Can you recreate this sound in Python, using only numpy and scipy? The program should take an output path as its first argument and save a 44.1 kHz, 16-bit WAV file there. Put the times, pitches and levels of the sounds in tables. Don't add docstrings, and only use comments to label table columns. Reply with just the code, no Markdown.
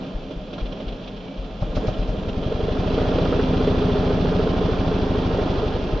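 import sys
import numpy as np
from scipy import signal
from scipy.fft import rfft, irfft, next_fast_len
from scipy.io import wavfile
from scipy.ndimage import map_coordinates

SR = 44100
rng = np.random.default_rng(int(sys.argv[2]) if len(sys.argv) > 2 else 0)


def unload_wav(signal):
    wavfile.write(
        sys.argv[1],
        SR,
        np.round(np.clip(np.atleast_2d(signal).T, -1, 1) * 32767).astype(np.int16),
    )


N = 264600

# (time [s], firing rate [Hz])
FIRING_RATE = [(2.18, 10.03), (2.4, 10.81), (2.65, 12.27), (2.9, 13.95), (3.15, 14.68), (3.45, 14.19),
               (3.9, 14.01), (4.35, 13.75), (4.8, 13.33), (5.2, 12.71), (5.6, 12.03), (6.0, 11.88)]
# (frequency [Hz], level [dB])
CLINK_SPECTRUM = [(600, -15), (1300, -7), (1900, -13.5), (2550, -4.5), (2850, -4.5), (3150, -0.5),
                  (3450, -5), (3750, -7.5), (4100, -10), (5000, -20), (5700, -17.5), (7200, -47)]
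# (frequency [Hz], level [dB])
KNOCK_SPECTRUM = [(150, -20.5), (300, -3.5), (450, 0.5), (620, -3), (800, -13), (1400, -19.5),
                  (2000, -35.5), (4000, -77)]
# (frequency [Hz], level [dB])
EDGE_SPECTRUM = [(500, -24), (800, -7.5), (1050, -4), (1350, 3), (1700, -8.5), (2200, -14), (3300, -10),
                 (5000, -21), (7000, -47)]
FAST_IDLE_HZ = 15.13
CHURN_DRIVE = dict(base_db=-21.5, per_effort=1.042, per_speed=0.06)


def amp(db):
    return 10 ** (np.asarray(db) / 20)


def seconds(samples=N):
    return np.arange(samples) / SR


def along(points, hz):
    f, v = np.transpose(points)
    return np.interp(np.log(hz + 1), np.log(f + 1), v)


def at(points, times):
    return np.interp(times, *np.transpose(points))


def wobble(rate):
    knots = rng.standard_normal(int(N * rate / SR) + 4)
    return map_coordinates(knots, [seconds() * rate])


def filtered(x, response):
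    m = next_fast_len(N + SR // 2)
    return irfft(rfft(x, m) * response(np.fft.rfftfreq(m, 1 / SR)), m)[..., :N]


def resonate(x, modes):
    return filtered(x, lambda hz: sum(
        amp(db) * 1j * hz * width / (centre ** 2 - hz ** 2 + 1j * hz * width)
        for centre, width, db in modes))


def unit(x):
    return x / np.sqrt(np.mean(x ** 2) + 1e-20)


def metal_noise(spectrum):
    # (frequency [Hz], width [Hz], lift [dB])
    metal_modes = [(186, 67, 7.5), (210, 8.3, 2.5), (254.1, 4.4, 7), (274.6, 10, 4), (323, 33, 2),
                   (406.5, 7.8, 8), (440.6, 18, 5), (497, 16, 2.5), (533.3, 12, 6.5), (619, 39.5, 8),
                   (739, 38, 4), (1050, 25, 5), (1220, 35, 3.5), (1370, 60, 3), (1650, 8.9, 6.5),
                   (1880, 9.1, 3), (2392, 44, 4.5), (2622, 44, 3.5), (2833, 55, 3.5), (3160, 40, 3),
                   (3310, 40, 2.5), (3430, 16, 7.5), (3510, 23, 6), (3965, 22, 1), (4060, 26, 7),
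                   (4695, 50, 5.5), (5440, 280, 1)]
    # (frequency [Hz], left-right likeness [0-1])
    likeness = [(60, 0.99), (110, 0.95), (200, 0.97), (350, 0.94), (640, 0.9), (1160, 0.39), (2100, 0.58),
                (3800, 0.77), (6870, 0.54)]
    grid = np.geomspace(10, SR / 2, 4000)
    lift_db = sum(db * np.exp(-((grid - centre) / width) ** 2) for centre, width, db in metal_modes)
    spread = np.arccos(along(likeness, grid)) / 2
    gains = amp(along(spectrum, grid) + lift_db) * np.array([np.cos(spread), np.sin(spread)])
    white = rng.standard_normal((2, N))
    mid, side = filtered(white, lambda hz: np.array([np.interp(hz, grid, g) for g in gains]))
    return unit(np.array([mid + side, mid - side]))


def swell(rise, samples=SR // 5):
    u = seconds(samples) / rise
    return u * np.exp(1 - u)


def ring(hz, rise):
    return swell(rise) * np.sin(2 * np.pi * hz * seconds(SR // 5))


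def add(track, s, sound):
    start = round(s * SR)
    lo, hi = max(start, 0), min(start + len(sound), N)
    if hi > lo:
        track[lo:hi] += sound[lo - start:hi - start]


def puffs(times, sizes, width):
    track, t = np.zeros(N), seconds(SR // 10) - 0.05
    for s, size in zip(times, sizes):
        add(track, s + t[0], size * np.exp(-(t / width) ** 2 / 2))
    return track


def engine_cycles(runs_from_s=2.181):
    cycles = np.cumsum(at(FIRING_RATE, seconds())) / SR
    return cycles - cycles[round(runs_from_s * SR)]


def beats(cycles, place):
    return np.interp(np.arange(place, cycles[-1]), cycles, seconds())


def drive_db(times, base_db, per_effort, per_speed):
    # (time [s], effort [dB])
    effort = [(0, -11), (.2, -13.5), (.48, -15), (.56, -13), (.8, -12.5), (1.22, -14.5), (1.58, -14),
              (1.86, -5), (2.0, -9), (2.38, -7.5), (3.03, 0.5), (4.45, 0), (4.65, 0.5), (4.88, -0.5),
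              (5.15, 0), (5.55, 1), (6.0, -4.5)]
    speed_db = 20 * np.log10(at(FIRING_RATE, times) / FAST_IDLE_HZ)
    return base_db + per_effort * at(effort, times) + per_speed * speed_db


def machinery(cycles):
    # (frequency [Hz], level [dB])
    churn_spectrum = [(25, -30), (70, -13.5), (100, -9), (140, -9.5), (165, -8.5), (200, -12.5), (235, -16),
                      (300, -7.5), (380, -11), (470, -7.5), (600, -12), (720, -17), (1000, -53)]
    rumble_spectrum = [(12, -5), (24, 1), (41, 9), (60, -18), (95, -13), (160, -47)]
    rasp_spectrum = [(400, -47.5), (740, 2), (900, 0.5), (1130, -4.5), (1300, -4.5), (1600, -8.5),
                     (2000, -14), (2800, -48.5)]
    clatter_spectrum = [(1120, -27), (1900, -13), (2200, -4), (2500, -3.5), (3300, -1), (3800, -5),
                        (4400, -8), (5100, -12), (5700, -14.5), (6500, -23.5), (7200, -57), (7800, -59)]
    # (place [0-1], churn [dB], rasp [dB], clatter [dB])
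    cycle_accents = [(0, -1.5, -0.5, 4.5), (0.11, 5.5, 2.5, 5), (0.24, -1, 0.5, 3.5), (.36, -1.5, 1.5, 2),
                     (0.48, 4, 0, 4.5), (0.599, 0.5, -0.5, 1), (.68, 1.5, 3.5, 2), (0.771, 1.5, 1.5, 1.5),
                     (0.89, 1, 1.5, 5)]
    place, *accents = np.transpose(cycle_accents)
    accents = [np.interp(cycles, place, db, period=1) for db in accents]
    firing = np.clip(cycles + 1, 0, 1)
    churn_db, rasp_db, clatter_db = (db.mean() + firing * (db - db.mean()) for db in accents)
    t, settled = seconds(), np.clip(cycles / 10, 0, 1)
    churn_db += drive_db(t, **CHURN_DRIVE) - 2 - 4.5 * settled
    rasp_db += drive_db(t, base_db=-35, per_effort=0.95, per_speed=0.2)
    clatter_db += drive_db(t, base_db=-43.22, per_effort=0.43, per_speed=0.92)
    churn = metal_noise(churn_spectrum)
    rumble = amp(-44) * metal_noise(rumble_spectrum)
    rasp = unit(amp(wobble(330)) * metal_noise(rasp_spectrum))
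    bright = 0.5 + 0.5 * settled
    hiss = np.sqrt(bright) * metal_noise(clatter_spectrum)
    clink = np.sqrt(1 - bright) * metal_noise(CLINK_SPECTRUM)
    clatter = unit(amp(0.5 * wobble(200)) * (hiss + clink))
    return rumble + amp(churn_db) * churn + amp(rasp_db) * rasp + amp(clatter_db) * clatter


def drone(cycles, trim_db=-5, db_per_firing=-1.2):
    # (frequency [Hz], level [dB])
    drone_spectrum = [(60, -15), (98, -5), (140, -19), (178, -0.5), (205, -1.5), (232, -5), (270, -0.5),
                      (310, -19), (400, -44.5)]
    fade_db = db_per_firing * np.maximum(cycles, 0)
    return amp(drive_db(seconds(), **CHURN_DRIVE) + trim_db + fade_db) * metal_noise(drone_spectrum)


def start_up_clacks(clink_rise=0.0067, knock_trim_db=-4, tick_gap_s=0.13, tick_count=20):
    # (time [s], clink [dB], knock [dB])
    clacks = [(0.022, -48, -28.5), (0.062, -47, -39), (0.306, -48, -29), (0.468, -54, -47),
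              (0.529, -39, -26.5), (0.58, -41.5, -28.5), (0.597, -46, -35), (0.656, -44, -32),
              (0.721, -40.5, -32), (0.769, -47, -34), (0.799, -42.5, -26), (0.879, -39, -30.5),
              (0.921, -44, -30.5), (1.013, -48, -43), (1.072, -40.5, -43), (1.165, -45, -48),
              (1.243, -48.5, -40), (1.277, -46.5, -32), (1.44, -46, -38), (1.638, -49, -31),
              (1.926, -42, -41), (2.024, -41, -34), (2.283, -42, -28.5), (2.428, -41, -27)]
    clinks, knocks = np.zeros((2, N))
    for s, clink_db, knock_db in clacks:
        add(clinks, s, amp(clink_db) * swell(clink_rise))
        add(knocks, s, amp(knock_db + knock_trim_db) * swell(rise=0.0048))
    for s in tick_gap_s * (np.arange(tick_count) + rng.random(tick_count)):
        add(clinks, s, amp(rng.normal(-49.5, 2)) * swell(clink_rise))
    return clinks * metal_noise(CLINK_SPECTRUM) + knocks * metal_noise(KNOCK_SPECTRUM)


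def compression_chugs(boom_hz=41.5, hum_lead_s=0.112):
    # (time [s], boom [dB], boom rise [s], intake hum [dB])
    strokes = [(0.147, -20.5, 0.012, -32.5), (0.359, -25.5, 0.016, -33.5), (0.614, -18.5, 0.018, -39),
               (0.858, -22, .022, -33), (1.379, -23, 0.021, -34), (1.503, -31, 0.025, -41),
               (1.694, -23, 0.011, -46)]
    track = np.zeros(N)
    overtone = amp(-13) * ring(hz=98, rise=0.011)
    tail = amp(-10) * ring(hz=30, rise=0.035)
    for s, boom_db, rise, hum_db in strokes:
        add(track, s - hum_lead_s, amp(hum_db) * ring(hz=270, rise=0.029))
        add(track, s, amp(boom_db) * (ring(boom_hz, rise) + overtone + tail))
    return track


def gear_clash(at_s=0.58, db=-39):
    envelope = np.zeros(N)
    add(envelope, at_s, amp(db) * swell(rise=0.004))
    return envelope * metal_noise(EDGE_SPECTRUM)


def squeak(at_s=1.285, width_s=0.063, hz=2300, db=-53):
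    t = seconds()
    envelope = amp(db) * np.exp(-((t - at_s) / width_s) ** 2 / 2)
    return envelope * np.sin(2 * np.pi * hz * t + wobble(90))


def heavy_firings(crack_lead_s=0.019, boom_lead_s=0.0049, bark_lead_s=0.0019):
    # (time [s], thump [dB], thump width [s], boom [dB], bark [dB], crack [dB])
    firings = [(1.622, -16, 0.0016, -21.5, -24, -47.5), (1.769, -15.5, 0.0016, -21, -21.5, -39),
               (1.882, -13.5, 0.002, -25.5, -23, -40.5), (1.995, -17, 0.0031, -18.5, -42, -46.5),
               (2.092, -17.5, 0.0023, -21, -32, -46), (5.937, -13.5, 0.0035, -24, -32.5, -57)]
    # (frequency [Hz], level [dB])
    bark_spectrum = [(90, -11), (160, 3.5), (340, -6), (450, -2.5), (620, 7), (700, -3), (800, 0),
                     (1000, -15), (1220, -5), (1800, -31.5), (3200, -47), (6000, -62)]
    crack_spectrum = [(600, -21), (1300, 5.5), (3300, 7), (5500, 2.0), (7400, -16.5)]
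    body, bark, crack = np.zeros((3, N))
    for s, thump_db, width, boom_db, bark_db, crack_db in firings:
        body += puffs([s], [amp(thump_db)], width)
        add(body, s - boom_lead_s, amp(boom_db) * ring(hz=41, rise=0.02))
        add(body, s - width, amp(thump_db - 6) * ring(hz=112, rise=0.0065))
        add(bark, s - bark_lead_s, amp(bark_db) * swell(rise=0.0065))
        add(crack, s - crack_lead_s, amp(crack_db) * swell(rise=0.013))
    return body + bark * metal_noise(bark_spectrum) + crack * metal_noise(crack_spectrum)


def exhaust(cycles, thump_db=8, boom_db=-13, gulp_db=2, uneven_db=0.3):
    # (frequency [Hz], width [Hz], level [dB])
    silencer_modes = [(29, 63, -1), (49.3, 32, 9), (108, 43, 6.5)]
    # (time [s], force [dB])
    firing_force = [(2.18, -5), (2.4, -0.5), (5.4, -0.5), (5.67, -0.5), (5.83, -4.5), (5.91, -18)]
    drive = dict(base_db=-22, per_effort=0.11, per_speed=0.05)
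    firings, gulps = beats(cycles, 0), beats(cycles, 0.5)
    force_db = at(firing_force, firings) + uneven_db * rng.standard_normal(len(firings))
    push = puffs(firings, amp(drive_db(firings, **drive) + thump_db + force_db), width=0.0014)
    answer = puffs(gulps, amp(drive_db(gulps, **drive) + gulp_db), width=0.003)
    return push + amp(boom_db) * resonate(push, silencer_modes) + answer


def pipe(cycles, uneven_db=0.5):
    # (offset from the firing [s], frequency [Hz], rise [s], level [dB])
    rings = [(-.0073, 288, 0.00087, 1), (.009, 271, 0.0033, -5.5), (.0051, 204, 0.0029, 2.5),
             (0.0168, 212, .0028, -1.5)]
    # (time [s], level [dB])
    fullness = [(2.4, 0), (3.1, -1.5), (3.7, 1.5), (4.3, 2), (5.15, 2), (5.45, -2), (6.0, -0.5)]
    # (frequency [Hz], width [Hz], level [dB])
    standing_waves = [(97.3, 16, 8.5), (177.6, 7.7, 8), (255.5, 9, 9), (274, 10, 3.5), (154.4, 7.9, 6.5),
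                      (344.6, 7.5, 11.5)]
    track, firings = np.zeros(N), beats(cycles, 0)
    pulse_db = drive_db(firings, base_db=-20.5, per_effort=0.16, per_speed=2.4)
    pulse_db += at(fullness, firings) + uneven_db * rng.standard_normal(len(firings))
    for offset, hz, rise, db in rings:
        tone = -amp(db) * ring(hz, rise)
        for s, size in zip(firings, amp(pulse_db)):
            add(track, s + offset, size * tone)
    return track + resonate(track, standing_waves)


def throb(cycles, db=-37, per_speed=5.3):
    speed = at(FIRING_RATE, seconds()) / FAST_IDLE_HZ
    fade_in = np.clip(cycles, 0, 1)
    return amp(db) * speed ** per_speed * fade_in * np.cos(4 * np.pi * cycles)


def tappets(cycles, uneven_db=2.5):
    # (place in the cycle [0-1], level [dB])
    valve_ticks = [(.04, -1.5), (.14, -1.5), (.52, -0.5), (.66, -1.5)]
    ticks, tick = np.zeros(N), swell(rise=0.0027, samples=SR // 20)
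    for place, db in valve_ticks:
        for s in beats(cycles, place):
            add(ticks, s, amp(rng.normal(db, uneven_db)) * tick)
    gain = amp(drive_db(seconds(), base_db=-43, per_effort=0.022, per_speed=0.1))
    return gain * ticks * metal_noise(CLINK_SPECTRUM)


def intake(cycles, uneven_db=0.5):
    # (place [0-1], frequency [Hz], rise [s], level [dB])
    box_rings = [(.5, 271.3, 0.005, 2.5), (0.54, 620, 0.0064, -13.5), (0.14, 629, 0.0032, -4.5),
                 (.75, 620, 0.0032, -11.5), (.76, 404, 0.012, -4.5), (.55, 254, 0.006, -21.5),
                 (.1, 357.8, 0.0066, -0.5)]
    # (frequency [Hz], width [Hz], level [dB])
    held_tones = [(255.5, 5.7, -3), (406.3, 9, -5.5)]
    hum = np.zeros(N)
    for place, hz, rise, db in box_rings:
        tone, times = ring(hz, rise), beats(cycles, place)
        sizes = amp(drive_db(times, base_db=-22.5, per_effort=0.8, per_speed=1.5))
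        for s, size in zip(times, sizes):
            add(hum, s, size * amp(rng.normal(db, uneven_db)) * tone)
    gulps = hum + honks(cycles)
    return gulps + resonate(gulps, held_tones)


def honks(cycles, hz=432, detune=0.015, uneven_db=2, puff_db=-17, rise=0.0043, lead_s=0.00496):
    # (time [s], level [dB])
    honk_level = [(2.42, -33), (2.76, -19.5), (2.86, -23), (3.05, -19), (3.4, -16), (3.46, -29.5),
                  (3.68, -15), (3.75, -18), (3.89, -16.5), (4.1, -17.5), (4.55, -20.5), (4.77, -29.5),
                  (5.05, -23.5), (5.55, -22), (5.8, -29)]
    # (time [s], level [dB], pitch [Hz])
    hard_honks = [(1.85, -20.5, 452), (2.149, -22.5, 494), (2.522, -15.5, 452), (2.607, -17, 446),
                  (2.688, -18, 448), (2.982, -14, 458), (3.188, -14, 465), (3.257, -16.5, 448),
                  (3.327, -14.5, 470), (3.538, -16.5, 436), (3.607, -16, 435), (3.822, -14, 433),
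                  (3.959, -13.5, 418), (4.252, -16.5, 436), (4.323, -17.5, 432), (4.397, -13, 426),
                  (4.471, -14, 440), (4.617, -14.5, 432), (4.692, -16.5, 433), (4.917, -16.5, 432),
                  (5.153, -15, 404), (5.39, -14.5, 426), (5.634, -18, 430)]
    # (time [s], level against the honk [dB])
    rasp_level = [(2.7, -25.5), (2.95, -19), (3.4, -16), (3.6, -20), (4.2, -24)]
    times = beats(cycles, place=0.59)
    louder, higher = rng.standard_normal((len(times), 2)).T
    gulps = zip(times, at(honk_level, times) + uneven_db * louder, hz * (1 + detune * higher))
    hard_times = np.transpose(hard_honks)[0]
    ordinary = [gulp for gulp in gulps if np.abs(gulp[0] - hard_times).min() > 0.5 / FAST_IDLE_HZ]
    tones, air, edge = np.zeros((3, N))
    for s, db, pitch in [*ordinary, *hard_honks]:
        add(tones, s - lead_s, amp(db) * ring(pitch, rise))
        add(air, s - lead_s, amp(db + puff_db) * swell(rise))
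        add(edge, s - lead_s, amp(db + at(rasp_level, s)) * swell(rise=0.0056))
    return tones + air * metal_noise(KNOCK_SPECTRUM)[0] + edge * metal_noise(EDGE_SPECTRUM)[0]


def forest(x):
    # (frequency [Hz], time to fall 60 dB [s])
    decay_times = [(100, 0.033), (1000, 0.34), (6000, 0.22)]
    # (frequency [Hz], level [dB])
    colour = [(60, -11.5), (250, 9.0), (700, -1.5)]
    bands, t, grains = signal.stft(rng.standard_normal((2, SR // 2)), SR, nperseg=256)
    decay = amp(-60 * t / along(decay_times, bands)[:, None])
    tail = signal.istft(grains * decay, SR, nperseg=256)[1]
    wet = signal.fftconvolve(x[None], tail / np.linalg.norm(tail[0]), axes=1)[:, :N]
    return filtered(wet, lambda hz: amp(along(colour, hz)))


def scene():
    # (frequency [Hz], width [Hz], share swallowed [dB])
    traps = [(138, 12, -0.5), (230.4, 21, -5), (386.4, 20, -6.5)]
    # (frequency [Hz], left minus right [dB])
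    balance = [(60, 2), (120, 0.5), (230, 0), (460, -2), (900, -3), (1770, -1.5), (3490, -2.5), (6870, -3)]
    cycles = engine_cycles()
    pulses = exhaust(cycles) + pipe(cycles) + intake(cycles)
    pulses -= resonate(pulses, traps)
    bike = pulses + amp(-17) * forest(pulses) + machinery(cycles) + tappets(cycles) + throb(cycles)
    bike += start_up_clacks() + compression_chugs() + gear_clash() + drone(cycles)
    bike += squeak() + heavy_firings()
    return filtered(bike, lambda hz: amp(np.outer([0.5, -0.5], along(balance, hz))))


def record(dry, low_hz=13, top_hz=7550, taper_hz=400):
    bass_cut = lambda hz: hz ** 4 / (hz ** 4 + low_hz ** 4)
    treble_cut = lambda hz: np.clip((top_hz - hz) / taper_hz, 0, 1)
    return filtered(dry, lambda hz: bass_cut(hz) * treble_cut(hz))


dry = scene()
out = record(dry)
unload_wav(out)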